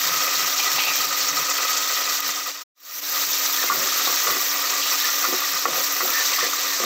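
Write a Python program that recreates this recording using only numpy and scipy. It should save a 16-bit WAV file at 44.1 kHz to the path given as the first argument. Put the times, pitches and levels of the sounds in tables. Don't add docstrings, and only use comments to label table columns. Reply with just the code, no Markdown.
import sys
import numpy as np
from scipy import signal
from scipy.fft import rfft, irfft
from scipy.io import wavfile
from scipy.ndimage import uniform_filter1d

SR = 44100
rng = np.random.default_rng(int(sys.argv[2]) if len(sys.argv) > 2 else 0)


def to_wav(sig):
    pcm = np.clip(np.atleast_2d(sig), -1, 1) * 32767
    pcm = np.round(pcm).astype(np.int16)
    wavfile.write(sys.argv[1], SR, pcm.T)


N = 302068
T = np.arange(N) / SR

# start in seconds, length in seconds, level in dB.
RUMBLE_EVENTS = [(0.004, 0.24, -52.5), (0.337, 0.16, -55), (0.718, 0.089, -52.5), (0.828, 0.36, -58),
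                 (1.165, 0.35, -55), (1.687, 0.043, -67), (1.924, 0.043, -64), (2.248, 0.069, -56),
                 (3.257, 0.061, -60), (3.72, 0.11, -53.5), (3.984, 0.16, -62), (4.27, 0.067, -52.5),
                 (4.502, 0.052, -64.5), (5.24, .12, -70), (5.521, 0.046, -54), (5.684, 0.16, -54.5),
                 (6.392, 0.11, -62)]
# frequency in Hz, level in dB.
RUMBLE_SPECTRUM = [(30, -25), (70, -20.5), (110, -14.5), (145, 5), (175, 5), (230, -20), (400, -68)]
# start in seconds, level in dB.
CLINK_EVENTS = [(.592, -26.5), (.782, -27), (0.798, -29), (0.816, -29), (.837, -29), (.862, -30),
                (0.876, -30.5), (0.897, -29.5), (.939, -34), (.975, -36), (1.02, -35)]
# pitch in Hz, level in dB, seconds to fade by 60 dB.
METAL_MODES = [(762, -4, .06), (867, -1, 0.055), (990, -5, .05), (2000, -11, 0.083), (2304, -4, 0.22),
               (2420, -2.5, .18), (2475, 0, .18), (2600, -.5, 0.16), (2690, -2, .2), (2880, -4, .07),
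               (3010, -0.5, .07), (3270, -1.5, 0.054), (4170, -9, .05), (4500, -8, .04)]
# pitch in Hz, level in dB, seconds to fade by 60 dB.
POT_MODES = [(236, -3.5, 0.073), (372, -6, 0.14), (508, -1.5, 0.052), (701, -7.5, 0.052), (840, -11, 0.047),
             (1088, -7, 0.047), (1141.5, -1.5, 0.098), (1238, -2, 0.054), (1398, -3.5, 0.08),
             (1813, -5.5, 0.071), (1974, -2, 0.066), (2130, 6.5, 0.009), (2530, -7, 0.05)]
# start and length in seconds, level in dB,
# first and last pitch in Hz.
SPATULA_SQUEAKS = [(3.58, .028, -33, 1820, 1800), (3.614, 0.021, -32, 1820, 1810),
                   (3.671, 0.032, -32, 2120, 2040), (4.043, 0.032, -28, 3780, 3700),
                   (4.305, 0.052, -37, 1975, 1985), (5.036, 0.024, -29.5, 1790, 1750),
                   (6.12, 0.125, -29.5, 1790, 1810), (6.39, .08, -33, 1805, 1810),
                   (6.672, 0.02, -38, 1800, 1860), (6.725, 0.033, -36, 1820, 1760)]
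# start and length in seconds, level in dB,
# favoured pitch in Hz, drop away from that pitch in dB per octave.
SPATULA_STROKES = [(3.615, 0.33, -37, 560, 3.5), (3.917, 0.11, -35.5, 1250, 4.5),
                   (4.07, 0.077, -37.5, 500, 3), (4.235, 0.067, -36, 520, 20), (4.275, 0.11, -33, 790, 0),
                   (5.027, 0.093, -35, 1850, 12), (5.256, 0.075, -42, 334, 13),
                   (5.328, 0.3, -39.5, 2400, 20), (5.672, 0.19, -38, 580, 18), (5.996, 0.135, -39, 477, 6),
                   (6.03, 0.2, -36, 1240, 42), (6.1, 0.1, -32, 2020, 22), (6.237, 0.27, -34.5, 1930, 26),
                   (6.405, .1, -34, 700, 7), (6.789, 0.13, -33, 450, 3)]
# start in seconds, level of the first 10 ms in dB,
# favoured pitch in Hz, drop away from that pitch in dB per octave.
SPATULA_KNOCKS = [(3.636, -28, 694, 8), (3.698, -18, 1170, 20), (3.7061, -20.5, 1170, 26),
                  (3.718, -24, 1300, 18), (3.728, -27, 1130, 24), (3.757, -30, 1450, 17),
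                  (3.829, -30, 2300, 6), (3.922, -32, 1250, 18), (4.07, -25, 850, 10),
                  (4.081, -28, 1130, 28), (4.095, -31, 600, 14), (4.269, -22.5, 1350, 18),
                  (4.281, -27, 1300, 16), (4.296, -26, 1200, 11), (4.302, -25, 1250, 10),
                  (4.367, -32, 1200, 8), (4.555, -34, 1200, 11), (5.086, -26, 1350, 14),
                  (5.242, -23.5, 1070, 16), (5.25, -23, 1360, 17), (5.282, -31, 350, 21),
                  (5.325, -26.5, 410, 7), (5.336, -30, 350, 10), (5.415, -30, 1190, 14),
                  (5.654, -16.5, 1030, 6.5), (5.668, -31, 540, 14), (5.682, -27, 500, 7),
                  (5.73, -28, 1200, 16), (5.759, -31, 1200, 7), (6.005, -22.5, 1350, 8),
                  (6.014, -24, 1370, 6), (6.028, -35.5, 335, 31), (6.052, -30, 760, 24),
                  (6.385, -23, 1200, 50), (6.427, -29.5, 480, 11), (6.531, -26, 1230, 37),
                  (6.798, -27, 550, 7), (6.819, -32, 380, 18), (6.837, -24, 432, 2)]
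# start in seconds, level in dB, decay in seconds, centre and width in Hz.
STEAM_SPITS = [(0.576, -18, 0.02, 5400, 2800), (0.785, -17.5, 0.015, 3400, 2580),
               (.852, -22, 0.0091, 4500, 498), (.936, -18, .005, 5900, 1190),
               (1.281, -18, 0.02, 6000, 1820), (1.495, -18, 0.022, 6000, 2960),
               (1.729, -17, 0.011, 5830, 2970), (1.765, -17, 0.015, 6040, 3020),
               (1.93, -21, 0.012, 5560, 3000), (2.085, -22, 0.021, 5700, 3020),
               (3.826, -25, 0.02, 2300, 900), (4.822, -25, 0.068, 3540, 2130),
               (5.572, -19, .007, 4900, 1400)]
# start in seconds, strength in dB, fizz compared with crackle in dB.
OIL_SNAPS = [(.1993, -14, 0), (.448, -9, 0), (0.718, -1, -24), (.7631, -2, -14), (0.837, 1, -22),
             (0.9365, -5, -16), (1.045, -10, -19), (1.077, -16, -6), (1.1324, -7, -8), (1.2915, -9, -8),
             (1.6814, -5, -15), (2.041, -13, -8), (2.1701, -8, -8), (2.2052, 1.5, -10), (3.252, -4, 8),
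             (3.5646, -1, -22), (3.922, -3, -11), (4.16, -1, 2), (4.465, -13, -3), (5.5525, -3, 3),
             (5.8014, -5, -5), (6.104, 1, 0), (6.6815, -7, -10)]
# time in seconds, depth in dB, fall and recovery in seconds.
SIZZLE_DIPS = [(.555, 3.5, 0.013, 0.0087), (1.065, 1, 0.0065, .04), (1.185, 0, 0.011, 0.01),
               (1.335, 3, 0.043, 0.011), (1.478, 2.5, 0.0032, 0.053), (2.214, 7, 0.0014, 0.024),
               (3.01, 8.5, 0.0077, 0.01), (3.256, 5.5, 0.0046, 0.031), (3.703, 4, 0.013, 0.027),
               (5.665, 6.5, 0.024, 0.019)]
# middle and half length in seconds, crackle boost in dB, fizz boost in dB.
FOOD_SWEEPS = [(2.9, 0.23, 2, 8), (3.198, 0.23, 2, 4), (3.628, 0.29, 0.5, 4), (4.095, 0.3, 2, 3),
               (4.417, 0.22, 0, 3), (4.947, 0.2, 1.5, 2), (5.2, 0.29, 0.2, 3), (5.813, 0.06, 0.5, 3.5),
               (6.09, 0.25, -1, 4), (6.267, 0.16, 3, 0.5)]
# pitch in Hz, width in Hz, level in dB.
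AIR_MODES = [(1249, 55, 10.5), (404, 21, -9.5), (516.5, 12, -3.5), (546, 22, -3.5), (623, 24, -8.5),
             (743, 51, -5), (1011, 25, -7), (1070, 25, -4.5), (1340, 100, -7.5), (1493, 54, -5.5),
             (1876, 52, -2), (1967, 46, 4.5), (2340, 200, -5.5), (2520, 30, 1)]
# time in seconds, pitch in Hz.
AIR_PITCH_PATH = [(3.1, 1237), (3.6, 1246), (3.72, 1176), (3.83, 1276), (4.59, 1180), (4.66, 1210),
                  (5.45, 1196), (5.55, 1264), (5.94, 1200), (6.11, 1274), (6.22, 1180), (6.8, 1248)]
# pitch and width in Hz, dB left alone, dB when stirred.
WALL_MODES = [(2820, 32, -5, -11), (2850, 23, -8.5, -11.5), (3220, 39, 3, -7.5), (3680, 49, -3, -7.5),
              (3766, 55, -0.5, -1.5), (4000, 70, -0.5, 0), (4316, 100, 0, -2.5), (4400, 90, -5.5, -5),
              (4600, 53, 4, 4.5), (4780, 85, -1.5, -11), (5020, 90, 3, 3.5), (5380, 110, -1, -4),
              (5555, 110, 5, 4.5), (5874, 130, 5, 5), (6190, 120, 1.5, 2.5), (6250, 110, -1, 2),
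              (6620, 92, 0, 0), (7200, 90, -5, -19), (7580, 170, 0.5, 2.5)]
# frequency in Hz, level in dB.
CRACKLE_SPECTRUM = [(190, -37), (315, -16), (390, -13.5), (600, -10.5), (900, -10), (1600, -3),
                    (3000, -3.5), (4100, -2.5), (5050, -3.5), (5650, -1.5), (6400, -4.5), (7000, -2),
                    (7700, -7), (8600, -12.5), (9300, -33)]
FIZZ_SPECTRUM = [(7000, -63.5), (9400, -28.5), (9900, -5), (10600, -6.5), (11300, -10), (12100, 3),
                 (13000, 7.5), (14500, 11.5), (15400, 9.5), (16000, 4)]
# frequency in Hz, level in dB.
STEREO_SPECTRUM = [(100, -9.5), (210, -14), (300, -11.5), (520, -27), (800, -29.5), (1200, -57.5),
                   (5000, -63), (15000, -48.5)]

CRACKLE_DB, FIZZ_DB, BUBBLING_DB = -23.5, -26.5, -29
CRACKLE_DRYING, FIZZ_DRYING, BUBBLING_DRYING = 0.77, 1.4, 0.93
STIRRED_CRACKLE_DB, STIRRED_FIZZ_DB, STIRRED_BUBBLING_DB = -25, -29.5, -33
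BUBBLING_RISE = 0.43
FLURRY_DB, STIRRED_FLURRY_DB = 1.25, 0.37
PRESS_DB_PER_S = 2200
HUM_HZ, HUM_DB = 287.7, -49.5
FADE_OUT_S, FADE_OUT_LENGTH_S, SILENT_S = 2.247, 0.48, 2.637
FADE_IN_S, FADE_IN_LENGTH_S, FADE_IN_POWER = 2.746, 0.5, 1.65
STIRRED = T > FADE_IN_S


def amp(db):
    return 10 ** (np.asarray(db) / 20)


def unit(x):
    return x / np.sqrt(np.mean(x ** 2) + 1e-20)


def add(mix, start, sound):
    part = mix[max(round(start * SR), 0):][:len(sound)]
    part += sound[:len(part)]


def wander(rate_hz, slowest_hz=0):
    f = np.fft.rfftfreq(N, 1 / SR)
    shape = f ** 2 / (f ** 2 + slowest_hz ** 2 + 1e-9) / (1 + (f / rate_hz) ** 2)
    return unit(irfft(rfft(rng.standard_normal(N)) * shape, N))


def colour(x, spectrum, size=2048):
    hz, db = np.transpose(spectrum)
    bins_hz = abs(np.fft.fftfreq(size, 1 / SR))
    log_gain = np.log(amp(np.interp(np.log(bins_hz + 1), np.log(hz), db)))
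    taps = np.fft.ifft(np.exp(np.conj(signal.hilbert(log_gain)))).real
    return signal.oaconvolve(x, taps)[:len(x)]


def resonate(x, hz, width):
    turn = np.exp(2j * np.pi * np.cumsum(hz * np.ones(len(x))) / SR)
    feedback = np.exp(-np.pi * width / SR)
    return 2 * (turn * signal.lfilter([1 - feedback], [1, -feedback], x / turn)).real


def band(x, lo_hz, hi_hz, order=2):
    sections = signal.butter(order, [lo_hz, min(hi_hz, SR / 2 - 100)], "band", fs=SR, output="sos")
    return signal.sosfilt(sections, x)


def clicks(n, per_s, spread_db):
    chance, sign, size = rng.random((3, n))
    size_db = spread_db * np.minimum(-np.log(1 - size), 4.5)
    return (chance < per_s / SR) * np.sign(sign - .5) * amp(size_db)


def hum():
    turns = np.cumsum(HUM_HZ * (1 + 0.0075 * wander(rate_hz=10.3))) / SR
    return amp(HUM_DB) * unit(np.sin(2 * np.pi * turns) * amp(2.3 * wander(rate_hz=18)))


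def rumbles():
    out = np.zeros(N)
    low = colour(rng.standard_normal(N), RUMBLE_SPECTRUM, size=4096)
    for start, length, db in RUMBLE_EVENTS:
        n = int(length * SR)
        add(out, start, amp(db) * unit(low[int(start * SR):][:n] * signal.windows.tukey(n, .6)))
    return out


def clinks():
    out, t = np.zeros(N), T[:SR // 3]
    for start, db in CLINK_EVENTS:
        ring = 0
        for hz, mode_db, fade_s in METAL_MODES:
            detune, phase = rng.standard_normal(2)
            tone = np.sin(2 * np.pi * (hz * (1 + 0.0092 * detune) * t + phase))
            ring += amp(mode_db - 60 * t / fade_s) * tone
        chatter = clicks(SR // 30, per_s=1300, spread_db=-1.5) * np.exp(-T[:SR // 30] / 0.0063)
        chatter /= np.linalg.norm(chatter) + 1e-9
        add(out, start, amp(db) * signal.fftconvolve(ring, chatter))
    return out


def pot_ring(centre_hz, fall_db, looseness):
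    t = T[:SR // 8]
    ring = np.zeros(len(t))
    for hz, db, fade_s in POT_MODES:
        detune, phase = rng.standard_normal(2)
        height = amp(db - fall_db * abs(np.log2(hz / centre_hz)))
        shift_hz = looseness * detune * 3.57 / fade_s
        swell = (1 - np.exp(-t * hz / 0.34)) ** 2
        tone = np.sin(2 * np.pi * ((hz + shift_hz) * t + phase))
        ring += height * swell * amp(-60 * t / fade_s) * tone
    return ring


def squeaks():
    out = np.zeros(N)
    jitter = .011 * wander(rate_hz=250)
    grip = amp(2.8 * wander(rate_hz=180))
    for start, length, db, start_hz, end_hz in SPATULA_SQUEAKS:
        n, at = int(length * SR), int(start * SR)
        hz = np.linspace(start_hz, end_hz, n) * (1 + jitter[at:at + n])
        tone = np.sin(2 * np.pi * np.cumsum(hz) / SR) * grip[at:at + n]
        grains = resonate(clicks(SR // 4, per_s=370, spread_db=2.0)[:n], hz, width=110)
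        squeak = unit(tone) + .35 * unit(grains)
        add(out, start, amp(db) * unit(squeak * signal.windows.tukey(n, .6)))
    return out


def strokes(spots=5):
    out = np.zeros(N)
    for start, length, db, centre_hz, fall_db in SPATULA_STROKES:
        n = int(length * SR)
        rub = 0
        for _ in range(spots):
            slips = clicks(SR // 2, per_s=220, spread_db=3.0)[:n] * signal.windows.tukey(n, .6)
            rub += signal.fftconvolve(slips, pot_ring(centre_hz, fall_db, looseness=0.84))
        add(out, start, amp(db) * rub / np.std(rub[:n]))
    return out


def knocks():
    out = np.zeros(N)
    for start, db, centre_hz, fall_db in SPATULA_KNOCKS:
        ring = pot_ring(centre_hz, fall_db, looseness=0.27)
        ring *= amp(-PRESS_DB_PER_S * amp(db) * T[:len(ring)])
        add(out, start, amp(db) * ring / np.std(ring[:SR // 100]))
    return out


def spits(rise_s=.003):
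    out, t = np.zeros(N), T[:SR // 2]
    for start, db, decay, hz, width in STEAM_SPITS:
        jet = band(rng.standard_normal(len(t)), max(hz - width / 2, 200), hz + width / 2, order=4)
        add(out, start, amp(db) * unit(jet) * (1 - np.exp(-t / rise_s)) * np.exp(-t / decay))
    return out


def snaps():
    out, t = np.zeros(N), T[:512]
    for start, db, fizz_db in OIL_SNAPS:
        burst = rng.standard_normal(len(t)) * np.exp(-t / 0.00013)
        tick = band(colour(burst, CRACKLE_SPECTRUM), 2200, 9000)
        snap = tick + amp(fizz_db) * colour(burst, FIZZ_SPECTRUM)
        add(out, start, amp(db - 5.0) * snap / abs(snap).max())
    return out


def blips(per_s, softest_db, cycles):
    out, t = np.zeros(N), T[:512]
    for when, pitch, size in rng.random((int(per_s * N / SR), 3)):
        hz = 3400 * 2 ** pitch
        ring = np.sin(2 * np.pi * hz * t) * np.exp(-t * hz / cycles)
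        add(out, when * N / SR, amp(softest_db + 6.2 * size) * ring)
    return out


def dips():
    return amp(-sum(db * np.exp(-abs(T - when) / np.where(T < when, fall, recovery))
                    for when, db, fall, recovery in SIZZLE_DIPS))


def clusters(x, depth_db):
    slices = signal.stft(x, nperseg=256)[2]
    patches = uniform_filter1d(rng.standard_normal(slices.shape), size=6, axis=0)
    patches = unit(uniform_filter1d(patches, size=4, axis=1))
    return signal.istft(slices * amp(depth_db * patches), nperseg=256)[1][:len(x)]


def wall_rings(x, bend):
    return x + sum(amp(np.where(STIRRED, stirred_db, alone_db)) * resonate(x, hz * bend ** 0.027, width)
                   for hz, width, alone_db, stirred_db in WALL_MODES)


def air_rings(x, bend):
    air = sum(amp(db) * resonate(x, hz * bend ** (1 if k == 0 else .15), width)
              for k, (hz, width, db) in enumerate(AIR_MODES))
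    return unit(band(air, 360, 4000, order=3))


def frying_levels():
    crackle_db = np.where(STIRRED, STIRRED_CRACKLE_DB, CRACKLE_DB - CRACKLE_DRYING * T)
    fizz_db = np.where(STIRRED, STIRRED_FIZZ_DB, FIZZ_DB - FIZZ_DRYING * T)
    wetted_db = STIRRED_BUBBLING_DB + BUBBLING_RISE * (T - FADE_IN_S)
    bubbling_db = np.where(STIRRED, wetted_db, BUBBLING_DB - BUBBLING_DRYING * T)
    for middle, half_length, crackle_boost_db, fizz_boost_db in FOOD_SWEEPS:
        flare = np.exp(-((T - middle) / half_length) ** 2)
        crackle_db += crackle_boost_db * flare
        fizz_db += fizz_boost_db * flare
    return crackle_db, fizz_db, bubbling_db


def pitch_bend(waver=0.016):
    rest_hz = AIR_MODES[0][0]
    hz = np.where(STIRRED, np.interp(T, *np.transpose(AIR_PITCH_PATH)), rest_hz)
    moving = np.interp(T, [3.4, 3.7], [0, 1])
    return hz / rest_hz * (1 + waver * moving * wander(rate_hz=11))


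def sizzle():
    crackle_db, fizz_db, bubbling_db = frying_levels()
    bend = pitch_bend()
    sway_db = np.where(STIRRED, STIRRED_FLURRY_DB, FLURRY_DB) * wander(rate_hz=11, slowest_hz=5)
    flurry = amp(sway_db + 0.62 * wander(rate_hz=730))
    bursts = unit(clicks(N, per_s=7000, spread_db=1.0)) * flurry
    pops = wall_rings(clusters(bursts, depth_db=1.44), bend)
    crackle = unit(colour(pops, CRACKLE_SPECTRUM)) * amp(crackle_db)
    fine_bursts = unit(clicks(N, per_s=2700, spread_db=2.5)) * flurry
    spray = clusters(bursts + 1.1 * fine_bursts, depth_db=2.5)
    fizz = unit(colour(spray, FIZZ_SPECTRUM)) * amp(fizz_db)
    puffs = bursts + 2.6 * unit(clicks(N, per_s=1500, spread_db=2.5))
    bubbling = air_rings(puffs, bend) * amp(bubbling_db + 2.36 * wander(rate_hz=20))
    return crackle + fizz + bubbling


def scene():
    bubbles = sizzle() + blips(per_s=90, softest_db=-29.0, cycles=15.0)
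    frying = bubbles * dips() + spits() + snaps()
    spatula = knocks() + strokes() + squeaks()
    mid = band(frying + spatula + clinks() + hum(), 230, 20000, order=6) + rumbles()
    t = T[:2048]
    echoes = rng.standard_normal(len(t)) * np.exp(-t / 0.033)
    side = colour(signal.oaconvolve(mid, echoes / np.linalg.norm(echoes))[:N], STEREO_SPECTRUM)
    return np.array([mid + side, mid - side])


def record(dry):
    fade_out = np.clip(1 - (T - FADE_OUT_S) / FADE_OUT_LENGTH_S, 0, 1)
    fade_out *= np.clip((SILENT_S - T) / 0.02, 0, 1)
    fade_in = np.clip((T - FADE_IN_S) / FADE_IN_LENGTH_S, 0, 1) ** FADE_IN_POWER
    low_pass = signal.firwin(511, cutoff=15750, window=("kaiser", 9), fs=SR)
    return signal.oaconvolve(dry * (fade_out + fade_in), low_pass[None], "same")


dry = scene()
out = record(dry)
to_wav(out)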